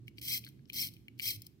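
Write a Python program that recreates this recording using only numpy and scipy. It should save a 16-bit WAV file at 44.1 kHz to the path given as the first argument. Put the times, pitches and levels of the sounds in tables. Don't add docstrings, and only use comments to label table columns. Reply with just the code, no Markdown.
import sys
import numpy as np
from scipy import signal
from scipy.fft import rfft, irfft, next_fast_len
from scipy.io import wavfile
from scipy.ndimage import map_coordinates

SR = 44100
rng = np.random.default_rng(int(sys.argv[2]) if len(sys.argv) > 2 else 0)


def dump(signal):
    limited = np.clip(np.atleast_2d(signal).T, -1, 1)
    pcm = np.round(limited * 32767).astype(np.int16)
    wavfile.write(sys.argv[1], SR, pcm)


N = 70560

# pitch_hz, relative level_db
RUMBLE_SPECTRUM = [(20, -53), (40, -14), (70, 0), (100, 1), (140, 2), (220, -2), (340, -4.5), (450, -20),
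                   (650, -35), (1000, -63.5), (2000, -65)]
# pitch_hz, likeness (1 = same on both sides)
RUMBLE_LIKENESS = [(40, 0.27), (120, 0.85), (350, 0.74), (700, 0.9)]
# time_s, level_db before the rumble trim
RUMBLE_SWELL = [(0, -57.5), (0.35, -55), (0.68, -57.5), (0.82, -54.5), (1.02, -58.5), (1.3, -56),
                (1.58, -61)]
RUMBLE_TRIM_DB, BACKGROUND_PAN_DB = -2, -3.5
# time_s, level_db before panning
HUM_LEVEL = [(0, -53), (0.084, -54), (0.13, -74), (0.182, -57.5), (0.23, -61), (0.27, -55), (0.45, -59.5),
             (0.56, -65.5), (0.61, -52.5), (0.67, -85), (0.81, -55), (1.096, -72), (1.18, -53.5),
             (1.22, -82.5), (1.27, -51), (1.32, -68), (1.38, -48.5), (1.466, -73)]
HUM_HZ, HUM_DRIFT_HZ, HUM_DRIFT_PER_S = 124, 7.5, 12
# pitch_hz, relative level_db
HISS_SPECTRUM = [(100, -6.5), (700, -6.5), (1500, -9.5), (4000, -10), (8000, -17.5), (16000, -24)]
HISS_DB = -80

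# pitch_hz, t60_s
ROOM_DECAY = [(200, 0.24), (2000, 0.55), (5000, 0.41), (10000, 0.44), (15000, 0.42)]
ROOM_DB = -20
# pitch_hz, left_lead_rad
PORT_LEAD = [(400, 0), (1800, 1.8), (2350, 2.0), (2700, 3.1), (3750, 3.3), (4400, 6.1), (4900, 5.4),
             (5450, 6.8), (6100, 6.3), (7400, 8.0), (8400, 6.2), (10200, 9.9), (11500, 10.1), (12400, 12.0),
             (15000, 13.0)]

# pitch_hz, left level_db, right level_db
CASE_RESPONSE = [(500, -89, -55), (1080, -43, -45.5), (1570, -26.5, -37.5), (1910, -18.5, -25.5),
                 (2090, -2.5, -6), (2920, -10, -9.5), (3250, 5, 2), (3490, -12.5, -18.5), (4010, -4.5, 0.5),
                 (4690, -4.5, -11.5), (5120, -0.5, -2), (6110, -0.5, -11.5), (6780, -24.5, -32),
                 (7260, -6, -33), (7870, -10.5, -11.5), (10500, -5, -8), (11800, -5.5, -9.5),
                 (11600, -1.5, -2.5), (16300, -7.5, -10)]
# pitch_hz, width_hz, level_db over the broad response
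STEEL_RESONANCES = [(4315, 30, 6.5), (4900, 17, -35), (4840, 30, -11), (12700, 70, 2), (14200, 150, -6),
                    (14335, 87, 5.5), (14500, 60, 8)]
# pitch_hz, likeness
GRIT_LIKENESS = [(1000, 0.19), (2200, 0.75), (2700, 1), (3700, 0.6), (5200, 0.52), (6800, .3), (8500, 0.58),
                 (15000, 0.34)]
GRAINS_PER_S, GRAIN_SPREAD_DB = 11000, 2.5

# middle_s, half_length_s, peak level_db
SCUFFS = [(0.082, .012, -67), (0.19, .018, -61.5), (0.47, .028, -59.5), (0.698, .016, -66.5),
          (0.936, .02, -72), (1.192, .012, -62.5), (1.45, .04, -67)]

# start_s, knock level_db, knock pitch_hz, ring level_db, ring pitch_hz,
# snap level_db, left-over-right pan_db (levels before the click gain)
CLICKS = [(0.0797, -46.5, 2240, -75, 4600, -57, 3), (0.1824, -49, 2310, -52.5, 4680, -58, 5.5),
          (0.2160, -52, 2330, -52, 5050, -53, 1), (0.4390, -51.5, 2430, -61, 4600, -72, 5),
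          (0.447, -54, 2860, -54, 4170, -48, 3), (0.4650, -57, 1610, -53, 4250, -77, 6.5),
          (0.4740, -56, 1580, -59.5, 4450, -77, 6), (0.488, -59.5, 3190, -76, 4900, -51.5, 4),
          (0.5919, -72, 1650, -81, 4400, -84, 7.5), (0.6550, -76, 3000, -73.5, 5360, -93, 12.5),
          (0.6989, -42, 2430, -52.5, 4100, -53.5, 4), (0.7232, -66, 2700, -60.5, 4230, -60, 5),
          (0.7312, -65, 2400, -56, 4240, -43, 3), (0.8870, -52.5, 2970, -56.5, 4670, -62, 2.5),
          (0.9373, -92.5, 2380, -62.5, 4600, -55.5, 5), (0.966, -60.5, 2440, -71, 3930, -67, 3.5),
          (1.0819, -47, 2244, -68, 4180, -60.5, 2.5), (1.19, -75, 2500, -73.5, 4550, -65, 32.5),
          (1.1963, -36, 2296, -46.5, 4340, -43, 3), (1.2036, -46.5, 2290, -51, 4760, -54, 10.5),
          (1.419, -74, 3060, -54, 5130, -44, 4.5), (1.4659, -70, 3000, -53.5, 5040, -45, 4)]
# ratio to its pitch, relative level_db, t60_s
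KNOCK_MODES = [(.92, -16.5, 0.03), (1, 8.5, 0.017), (1.28, 15, 0.0076)]
# ratio to its pitch, relative level_db, t60_s
RING_MODES = [(.87, 2.5, 0.003), (1, -12, .016), (1.16, -1, 0.002)]
# pitch_hz, relative level_db
SNAP_SPECTRUM = [(1000, -40), (3000, -6.5), (6500, 0), (8500, 0), (12500, 5.5), (16000, 9.5)]
CLICK_RISE_S, SNAP_T60_S, CLICK_GAIN_DB = 0.00074, 0.017, 23.5
CLICK_LOWEST_HZ = 1528

# time_s, tooth rate_hz before its random unevenness
GEAR_SPEEDS = [
    [(0.216, 650), (0.25, 1280), (0.275, 1500), (0.303, 1950), (0.32, 2400), (0.338, 2600), (0.355, 2020),
     (0.374, 1150), (0.395, 450)],
    [(0.731, 700), (0.755, 1150), (0.775, 1900), (0.79, 2300), (0.803, 2750), (0.822, 2580), (0.839, 1900),
     (0.852, 1200), (0.89, 450)],
    [(1.217, 950), (1.235, 1400), (1.252, 1750), (1.266, 2400), (1.279, 2720), (1.295, 2420), (1.31, 1950),
     (1.325, 1400), (1.37, 450)],
]
# time_s, level_db before the winding gain
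FINGER_FORCES = [
    [(0.2145, -52), (0.216, -51), (0.24, -50), (0.29, -41), (0.314, -41.5), (0.342, -38), (0.375, -42.5),
     (0.392, -50.5), (0.402, -83)],
    [(0.729, -66), (0.732, -50.5), (0.774, -41.5), (0.808, -40.5), (0.826, -39.5), (0.852, -44),
     (0.878, -49), (0.896, -68)],
    [(1.205, -70.5), (1.222, -45), (1.25, -43), (1.279, -38), (1.306, -40), (1.329, -47.5), (1.366, -56),
     (1.378, -88)],
]
# multiple of the tooth rate, relative level_db
MESH_PARTIALS = [(1, -4.5), (2, -3), (3, -8), (4, -31.5), (5, -8.5)]
SPEED_UNEVEN, SPEED_UNEVEN_PER_S = 0.0218, 170
MESH_JITTER, MESH_JITTER_PER_S = 0.02017, 1500
MESH_FLUTTER_DB, MESH_FLUTTER_PER_S = 2, 300
JUDDER_DB, JUDDER_PER_S = 0.46, 340
WHIRR_FULL_HZ = 2300
RASP_DB, WINDING_GAIN_DB = 3, 8

TOP_HZ = 15900


def amp(db):
    return 10 ** (np.asarray(db) / 20)


def unit(x):
    return x / np.sqrt(np.mean(x ** 2) + 1e-20)


def along(points, hz):
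    f, v = np.transpose(points)
    return np.interp(np.log(hz + 1), np.log(f + 1), v)


def curve(rows, outside=None):
    s, v = np.transpose(rows)
    return np.interp(np.arange(N) / SR, s, v, outside, outside)


def wobble(rate):
    knots = rng.standard_normal(N // 4)
    return map_coordinates(knots, [np.arange(N) * rate / SR], mode="mirror")


def pan(db):
    return amp(np.array([[db], [-db]]) / 2)


def filtered(x, response):
    n = x.shape[-1]
    m = next_fast_len(2 * n)
    return irfft(rfft(x, m) * response(np.fft.rfftfreq(m, 1 / SR)), m)[..., :n]


def paired(two, likeness):
    def mid_side_gains(hz):
        angle = np.arccos(np.clip(along(likeness, hz), -1, 1)) / 2
        return np.array([np.cos(angle), np.sin(angle)])

    mid, side = filtered(two, mid_side_gains)
    return np.array([mid + side, mid - side])


def noise(spectrum, size):
    white = rng.standard_normal((2, size))
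    return unit(filtered(white, lambda hz: amp(along(spectrum, hz))))


def rumble():
    level = amp(RUMBLE_TRIM_DB + curve(RUMBLE_SWELL))
    return level * unit(paired(noise(RUMBLE_SPECTRUM, size=N), RUMBLE_LIKENESS))


def hum():
    pitch_hz = HUM_HZ + HUM_DRIFT_HZ * wobble(HUM_DRIFT_PER_S)
    tone = np.sin(2 * np.pi * np.cumsum(pitch_hz) / SR)
    return amp(curve(HUM_LEVEL)) * unit(tone)


def background():
    hiss = amp(HISS_DB) * noise(HISS_SPECTRUM, size=N)
    return pan(BACKGROUND_PAN_DB) * (rumble() + hum()) + hiss


def room(x):
    hz, t, grid = signal.stft(rng.standard_normal((2, SR // 2)), SR, nperseg=256)
    decay = amp(-60 * t / along(ROOM_DECAY, hz)[:, None])
    tail = signal.istft(grid * decay, SR, nperseg=256)[1]
    tail = tail / np.linalg.norm(tail[0])
    return amp(ROOM_DB) * signal.fftconvolve(x, tail, axes=1)[:, :N]


def ports(x):
    half_each = .5j * np.array([[1], [-1]])
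    return filtered(x, lambda hz: np.exp(half_each * along(PORT_LEAD, hz)))


def case(hz):
    f, left, right = np.transpose(CASE_RESPONSE)
    broad = amp([along(np.c_[f, side], hz) for side in (left, right)])
    ringing = sum(amp(db) * 1j * hz * width / (centre * centre - hz * hz + 1j * hz * width)
                  for centre, width, db in STEEL_RESONANCES)
    return broad * (1 + ringing)


def grit():
    happens = rng.random(N) < GRAINS_PER_S / SR
    size = amp(GRAIN_SPREAD_DB * rng.standard_normal(N))
    grains = happens * size * rng.standard_normal((2, N))
    return unit(paired(grains, GRIT_LIKENESS))


def scuffs(patchy_db=4, patches_per_s=270, dull_hz=7000):
    t = np.arange(N) / SR
    touch = sum(amp(db) * np.exp(-((t - middle) / half) ** 2) for middle, half, db in SCUFFS)
    patchy = grit() * amp(patchy_db * wobble(patches_per_s))
    return touch * unit(filtered(patchy, lambda hz: case(hz) / (1 + 1j * hz / dull_hz)))


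def clicks():
    t = np.arange(SR // 20) / SR
    rise = 1 - np.exp(-(t / CLICK_RISE_S) ** 2)
    out = np.zeros((2, N + SR))

    def struck(modes, hz):
        return rise * sum(amp(db - 60 * t / t60) * np.sin(2 * np.pi * hz * ratio * t)
                          for ratio, db, t60 in modes)

    for start, knock_db, knock_hz, ring_db, ring_hz, snap_db, pan_db in CLICKS:
        knock = struck(KNOCK_MODES, knock_hz)
        ring = struck(RING_MODES, ring_hz)
        snap = rise * amp(-60 * t / SNAP_T60_S) * noise(SNAP_SPECTRUM, size=len(t))
        parts = [(knock_db, knock), (ring_db, ring), (snap_db, snap)]
        hit = sum(amp(db + CLICK_GAIN_DB) * x / np.linalg.norm(x, axis=-1, keepdims=True)
                  for db, x in parts)
        first = round(start * SR)
        out[:, first:first + len(t)] += pan(pan_db) * hit
    highpass = signal.butter(N=3, Wn=CLICK_LOWEST_HZ, btype="high", fs=SR, output="sos")
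    return signal.sosfilt(highpass, out[:, :N])


def force():
    return sum(amp(curve(turn, outside=-200)) for turn in FINGER_FORCES)


def whirr(rate):
    teeth = np.cumsum(rate * (1 + MESH_JITTER * wobble(MESH_JITTER_PER_S))) / SR
    tone = sum(amp(db + MESH_FLUTTER_DB * wobble(MESH_FLUTTER_PER_S)) * np.sin(2 * np.pi * k * teeth)
               for k, db in MESH_PARTIALS)
    return tone * np.minimum(rate / WHIRR_FULL_HZ, 1) ** 1.3


def winding():
    rate = curve([row for turn in GEAR_SPEEDS for row in turn])
    rate = rate * (1 + SPEED_UNEVEN * wobble(SPEED_UNEVEN_PER_S))
    judder = amp(JUDDER_DB * wobble(JUDDER_PER_S))
    drive = (whirr(rate) + amp(RASP_DB) * grit()) * judder
    return amp(WINDING_GAIN_DB) * filtered(force() * drive, case)


def scene():
    watch = ports(scuffs() + clicks() + winding())
    return background() + room(watch) + watch


def record(dry):
    return filtered(dry, lambda hz: 1 / (1 + (hz / TOP_HZ) ** 200))


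dry = scene()
out = record(dry)
dump(out)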